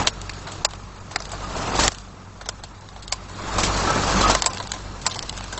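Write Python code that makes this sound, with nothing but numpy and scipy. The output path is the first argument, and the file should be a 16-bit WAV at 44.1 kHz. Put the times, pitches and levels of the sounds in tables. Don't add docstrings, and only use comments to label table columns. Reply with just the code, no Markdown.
import sys
import numpy as np
from scipy import signal
from scipy.fft import rfft, irfft
from scipy.io import wavfile
from scipy.ndimage import uniform_filter1d, minimum_filter1d

SR = 44100
rng = np.random.default_rng(int(sys.argv[2]) if len(sys.argv) > 2 else 0)


def level_to_linear(level):
    exponent = np.asarray(level, float) / 20
    return 10 ** exponent


def unload_wav(signal):
    wavfile.write(
        sys.argv[1],
        SR,
        np.round(np.clip(np.atleast_2d(signal).T, -1, 1) * 32767).astype(np.int16),
    )


N = 246519

# (time [s], gain [dB])
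CAMERA_GAIN = [(0, 20), (0.084, 12.5), (.088, 2), (0.559, 5), (.76, -1), (1.05, 1), (1.3, 3.5), (1.599, 14),
               (1.851, 20), (1.887, 18), (1.895, -2), (2.93, -3), (3.29, 1.5), (3.56, 16.5), (4.3, 23.5),
               (4.412, 8.5), (4.749, 3.5), (5.59, 4.5)]
# (multiple of mains, level [dB])
MAINS_ORDERS = [(1, 1), (2, -12.5), (3, -18)]
# (multiple of rotor speed, level [dB])
ROTOR_ORDERS = [(1, -3.5), (2, -1), (4, -9)]
# (frequency [Hz], level [dB])
FAN_TONES = [(138.15, -11.5), (185, -16)]
# (frequency [Hz], density [dB per Hz])
RUMBLE_SPECTRUM = [(20, -6), (35, -12), (90, -6), (180, -9), (300, -22.5), (500, -36)]
# (frequency [Hz], density [dB per Hz])
ROAR_SPECTRUM = [(120, -34), (210, -8), (324, -1.5), (361, -7), (627, -7), (814, -5), (1340, -5.5),
                 (1430, -13), (1940, -15.5), (2800, -21), (3640, -48), (6160, -120)]
# (frequency [Hz], density [dB per Hz])
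HISS_SPECTRUM = [(880, -34.5), (1500, -3.5), (1600, -0.5), (1940, -15.5), (2650, -7.5), (3070, -8.5),
                 (4200, -5.5), (5740, -9.5), (6780, -8), (7900, -12.5), (10300, -70), (17400, -120)]
# (time [s], level [dB], ring pitch [Hz], ring level re stroke [dB], hall decay t60 [s])
STROKES = [(1.564, -20.5, 708, 1, 0.25), (1.752, -17, 729, -5, 0.55), (1.79, -8, 1140, 1, 0.53),
           (1.833, -4.5, 1120, -18, 0.12), (3.518, -38, 1340, -3.5, 0.022), (3.582, -9.5, 1140, -3.5, 0.27),
           (3.632, -7.5, 894, -27, 0.23), (3.76, -18.5, 776, -16, 0.66), (3.902, -9.5, 1290, -9, 0.074),
           (3.958, -19.5, 589, 9, 0.076), (4.159, -17, 743, -2, 0.098), (4.208, -11, 1260, -3, 0.23),
           (4.297, -5, 1090, -7, 0.21)]
# (time [s], pitch [Hz], level [dB], time to die [s])
CLANKS = [
    (1.832, 5365, -19, .075),
    (3.865, 1315, -19, .2),
    (3.885, 1575, -23, .1),
    (4.225, 1260, -19, .17),
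    (4.225, 1130, -20, .11),
    (4.145, 193, -21, .16),
    (3.95, 190, -24, .14),
    (1.425, 1230, -33, .14),
    (3.47, 890, -32, .13),
    (4.475, 1035, -30, .13),
]
# (frequency [Hz], level [dB])
WALL_MODES = [(2100, -14), (2800, -8.5), (3700, -5.5), (4600, 2.5), (5900, -1), (7000, 4.5), (7900, 3)]
# (frequency [Hz], level [dB])
HOLLOW_MODES = [(450, -7), (660, 2.5), (1500, -11.5)]
# (time [s], blow [dB], hollow knock re blow
# [dB], wall pitch [Hz], rattle t60 [s])
LANDINGS = [(0.0716, -0.5, -13, 4335, 0.046), (0.2947, -15.5, -19, 1980, 0.029),
            (0.6491, 1, -12, 7200, 0.031), (1.1599, -6, -8, 1800, 0.023), (1.8796, 2.5, -23, 4700, 0.0065),
            (2.489, -9, -10.5, 5100, 0.024), (2.6368, -21.5, -6, 4180, 0.04),
            (3.0792, -18, -29, 3630, 0.018), (3.1239, -5.5, -10.5, 7200, 0.039),
            (4.3501, -5, -3, 4890, 0.025), (4.4216, -3.5, -10.5, 5000, .017),
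            (4.4608, -0.5, -11, 7740, 0.044), (4.572, -20.5, -2, 2900, 0.022),
            (4.638, -29, -15, 3950, 0.017), (5.3846, -23, -15, 4600, 0.018),
            (4.6009, -18.5, 0.5, 4160, 0.045), (4.7184, -6, -18.5, 4240, 0.015),
            (5.0645, -3, -7.5, 7400, 0.047), (5.1915, -10, -25, 4280, 0.0097),
            (5.226, -17, -14, 6370, .027), (5.2948, -10, -43, 3460, 0.016), (5.3763, -18.5, -8, 7240, 0.02),
            (5.5766, -20, -3.5, 3900, 0.061)]
# (time [s], blow [dB], hollow knock re blow [dB], wall pitch [Hz])
BOUNCES = [(0.2156, -19, -22, 4400), (0.335, -29, -22, 3010), (0.7087, -27, -20, 4300),
           (0.7351, -26, -2.5, 3160), (1.203, -20, -7.5, 5870), (1.2223, -24, -16, 5060),
           (1.254, -20.5, -13, 4170), (1.294, -28, -24, 4870), (1.919, -20, -10, 6130),
           (1.928, -25, -14, 4580), (1.947, -25, -17, 4450), (1.9844, -24.5, -20, 6600),
           (2.81, -36.5, -28.5, 5060), (2.8884, -28.5, -6, 4000), (3.2108, -39, -7, 4700),
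           (4.4432, -14, -9, 3600), (4.5047, -30, 1, 4520), (4.5338, -18, -28, 7340),
           (4.5468, -21, -11, 5040), (4.582, -20, -30, 4200), (4.627, -23, -9, 4360),
           (4.6727, -20.5, -16, 4100), (5.0987, -19, -13, 4120), (5.1456, -17, -21, 4350),
           (5.2335, -29, 1, 3800), (5.263, -32, -10.5, 3530), (5.3105, -37, -10, 4700),
           (5.326, -25, -4.5, 4900), (5.4083, -23, -3, 4300), (5.441, -22.5, -9, 7960)]
# (time [s], blow [dB], hollow knock re blow [dB])
SLIDES = [(0.4714, -27, 1.5), (0.5183, -23, -19), (1.111, -30, 1.5), (1.317, -22.5, -5), (1.332, -43.5, 18),
          (1.4195, -40, 11), (2.411, -31.5, 3), (2.4581, -28.5, -3), (2.9617, -31.5, 0.5),
          (3.0241, -27.5, -19), (3.295, -35.5, 0.5), (4.736, -24.5, -0.7), (5.015, -26.5, -32),
          (5.0568, -24.5, 4), (5.111, -18, -13.5), (5.1576, -23.5, -1.5), (5.3671, -30, -8),
          (5.465, -45, -1.5), (5.5259, -23, 0)]

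MAINS_HZ, ROTOR_HZ, OPPOSED_S = 50, 48.27, 2.82
HUM_DB, HUM_FOLLOWS = -43, 0.66
ROAR_DB, ROAR_FOLLOWS = -44.5, 1.0
HISS_DB, HISS_FOLLOWS = -52.5, 1.134
SETTLE_DB, SETTLE_S, SETTLE_FOLLOWS = 5, 0.043, 0.54
AXIAL_HZ, AXIAL_WIDTH_HZ = 1035, 14
WALL_HZ, HOLLOW_HZ, WALL_SPREAD, HOLLOW_SPREAD = 4700, 1080, 0.12, 0.16
BOUNCE_T60, SLIDE_T60 = 0.017, 0.087
EDGE_HZ = 8117


def evened(x):
    return x / np.sqrt(np.mean(x ** 2) + 1e-20)


def add(mix, s, sound):
    part = mix[round(s * SR):][:len(sound)]
    part += sound[:len(part)]


def curve(db, follows):
    return level_to_linear(db + follows * np.interp(np.arange(N) / SR, *np.transpose(CAMERA_GAIN)))


def ring(x, hz, width):
    r = np.exp(-np.pi * width / SR)
    w = 2 * np.pi * hz / SR
    return signal.lfilter([np.sin(w)], [1, -2 * r * np.cos(w), r * r], x)


def noise(spectrum, patchy_db, flicker_db):
    frames, hz = N // 128 + 5, np.fft.rfftfreq(512, 1 / SR)
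    real, imag, patches = rng.standard_normal((frames, 257, 3)).T
    patches = evened(uniform_filter1d(uniform_filter1d(patches, 5, 0), 20, 1))
    flicker = evened(uniform_filter1d(rng.standard_normal(frames), 4))
    f, db = np.transpose(spectrum)
    shape_db = np.interp(np.log(hz + 1), np.log(f + 1), db)[:, None]
    z = (real + 1j * imag) * level_to_linear(shape_db + patchy_db * patches + flicker_db * flicker)
    return evened(signal.istft(z, nperseg=512, noverlap=384)[1][:N])


def motor():
    t = 2 * np.pi * (np.arange(N) / SR - OPPOSED_S)
    mains = sum(level_to_linear(db) * np.cos(k * MAINS_HZ * t) for k, db in MAINS_ORDERS)
    rotor = sum(level_to_linear(db) * np.cos(k * (ROTOR_HZ * t + np.pi)) for k, db in ROTOR_ORDERS)
    fan = sum(level_to_linear(db) * np.cos(hz * t) for hz, db in FAN_TONES)
    f, db = np.transpose(RUMBLE_SPECTRUM)
    hz = np.fft.rfftfreq(N, 1 / SR)
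    shape = level_to_linear(np.interp(np.log(hz + 1), np.log(f), db))
    rumble = irfft(rfft(rng.standard_normal(N)) * shape, N)
    return curve(HUM_DB, HUM_FOLLOWS) * (mains + rotor + fan + level_to_linear(-2.0) * evened(rumble))


def settling():
    touches = np.zeros(N)
    for s, db, *_ in LANDINGS + BOUNCES + SLIDES:
        touches[round(s * SR)] = level_to_linear(SETTLE_FOLLOWS * (db + 32.5))
    fade = np.exp(-np.arange(SR // 2) / SR / SETTLE_S)
    return np.tanh(signal.oaconvolve(touches, fade)[:N])


def workshop():
    heights = level_to_linear(1.5 * np.minimum(rng.exponential(1, N), 4))
    ticks = (rng.random(N) < 150 / SR) * heights
    scatter = rng.standard_normal(500) * level_to_linear(-60 * np.arange(500) / SR / 0.036)
    rattle = evened(np.diff(signal.oaconvolve(ticks, scatter)[:N], prepend=0))
    roar = noise(ROAR_SPECTRUM, patchy_db=0.9, flicker_db=1.3)
    hiss = noise(HISS_SPECTRUM, patchy_db=1.94, flicker_db=1.5) + level_to_linear(-4.5) * rattle
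    hiss_level = curve(HISS_DB, HISS_FOLLOWS) * level_to_linear(SETTLE_DB * settling())
    return curve(ROAR_DB, ROAR_FOLLOWS) * roar + hiss_level * hiss


def strokes():
    out, t = np.zeros(N), np.arange(SR // 2) / SR
    gain = np.pad(curve(0, 0.52), (0, SR), "edge")
    bursts = rng.standard_normal((len(STROKES), len(t)))
    for (s, db, hz, ring_db, t60), burst in zip(STROKES, bursts):
        thud = level_to_linear(ring_db + 6.5 - 60 * t / 0.032) * evened(ring(burst, hz, 280))
        hall = level_to_linear(-60 * t / t60) * (burst + level_to_linear(-15) * evened(ring(burst, hz, 1200)))
        ducked = gain[round(s * SR):][:len(t)]
        level = level_to_linear(db - 6.5) * np.minimum(ducked / ducked[0], 1)
        add(out, s, level * (thud + hall) * np.minimum(t / 0.0021, 1))
    return out


def clanks():
    out, t = np.zeros(N), np.arange(SR // 2) / SR
    shakes = rng.standard_normal((len(CLANKS), len(t)))
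    for (s, hz, db, t60), shake in zip(CLANKS, shakes):
        tone = np.sin(2 * np.pi * hz * t) + 0.3 * evened(ring(shake, hz, 25))
        add(out, s, level_to_linear(db - 60 * (t / t60) ** 2) * tone * np.minimum(t / 0.012, 1))
    return out


def tube(blow_db, knock_db, wall_hz, t60, hollow_hz, detune, jolt):
    t = np.arange(len(jolt)) / SR
    contacts = jolt * abs(jolt) * level_to_linear(-60 * t / max(t60, 0.004)) * np.minimum(t / 0.001, 1)
    contacts[8] += level_to_linear(21)

    def damped(hz):
        return ring(contacts, hz, hz / 4.5)

    walls = level_to_linear(-0.5) * ring(contacts, wall_hz, 700)
    for k, (hz, db) in enumerate(WALL_MODES):
        walls = walls + (-1) ** k * level_to_linear(db) * damped(hz * detune[k])
    air = damped(hollow_hz) + level_to_linear(-17) * ring(contacts, AXIAL_HZ, AXIAL_WIDTH_HZ)
    for k, (hz, db) in enumerate(HOLLOW_MODES):
        air = air + (-1) ** k * level_to_linear(db) * damped(hz)
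    air = np.diff(air, prepend=0)
    return level_to_linear(blow_db) * (walls / abs(walls).max() + level_to_linear(knock_db) * air / abs(air).max())


def heap():
    out = np.zeros(N)
    for rows, common_t60 in ((LANDINGS, None), (BOUNCES, BOUNCE_T60), (SLIDES, SLIDE_T60)):
        for s, blow_db, knock_db, *own in rows:
            wall_hz = own[0] if own else WALL_HZ * np.exp(WALL_SPREAD * rng.standard_normal())
            t60 = common_t60 or own[1]
            hollow_hz = HOLLOW_HZ * np.exp(HOLLOW_SPREAD * rng.standard_normal())
            detune = 1 + 0.03 * rng.standard_normal(8)
            jolt = rng.standard_normal(4992)
            add(out, s, tube(blow_db, knock_db, wall_hz, t60, hollow_hz, detune, jolt))
    return out


def scene():
    return (motor() + workshop() + strokes() + clanks() + heap())[None]


def starved(x):
    hz, t, z = signal.stft(x, SR, nperseg=512)
    band = (hz / 520).astype(int)
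    group = (np.arange(len(t)) + 1) // 8
    power = np.mean(abs(z[(hz > 2000) & (hz < 8000)]) ** 2, 0)
    loudest = np.maximum.reduceat(power, np.flatnonzero(np.diff(group, prepend=-1)))
    scatter_db = 4 * rng.standard_normal((band.max() + 1, len(loudest)))
    tilt_db = -9 * np.clip(1 - hz / 4500, 0, 1)[:, None] - 40 * (hz < 1300)[:, None]
    step_db = -15.0 + scatter_db[band][:, group] + tilt_db
    step = np.sqrt(loudest[group] + 1e-16) * level_to_linear(step_db)
    usual = uniform_filter1d(np.log(power + 1e-16), size=24)
    restless = np.log(loudest[group] + 1e-16) - usual > 0.45
    patches = rng.standard_normal((len(t) // 2 + 1, band.max() * 2 + 2)).T
    patch_db = 3.5 * patches[(hz / 260).astype(int)][:, np.arange(len(t)) // 2]
    floor_db = 3.5 + patch_db + tilt_db - 20 * (hz > 7700)[:, None]
    step = np.maximum(step, restless * np.exp(usual / 2) * level_to_linear(floor_db))
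    z = z + abs(z) * level_to_linear(-10) * np.exp(2j * np.pi * rng.random(z.shape))
    z = step * (np.round(z.real / step) + 1j * np.round(z.imag / step))
    return signal.istft(z, SR, nperseg=512)[1][:N]


def thinned(x):
    hz, t, z = signal.stft(x, SR, nperseg=4096)
    power = uniform_filter1d(abs(z) ** 2, size=2, axis=1) + 1e-16
    nearby = uniform_filter1d(power, size=5, axis=0)
    weak = nearby < 0.45 * uniform_filter1d(power, size=60, axis=0)
    bright = uniform_filter1d(np.diff(x, prepend=0) ** 2, size=256)
    loudest = -minimum_filter1d(-bright, size=4096)
    peak = loudest / (uniform_filter1d(bright, size=4096) + 1e-14)
    calm = peak[np.minimum((t * SR).astype(int), N - 1)] < 3.5
    dropped = weak & calm & (hz > 2200)[:, None]
    return signal.istft(z * ~dropped, SR, nperseg=4096)[1][:N]


def low_pass(x):
    return signal.sosfilt(signal.butter(12, 9250, fs=SR, output="sos"), x)


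def record(dry):
    edge = signal.firwin(201, EDGE_HZ, window=("kaiser", 8), fs=SR)
    x = 1.8 * np.tanh(signal.oaconvolve(dry[0], edge, "same") / 1.8)
    x = signal.oaconvolve(thinned(starved(x)), edge, "same")
    return low_pass(np.clip(x, -1, 1)[None])


dry = scene()
out = record(dry)
unload_wav(out)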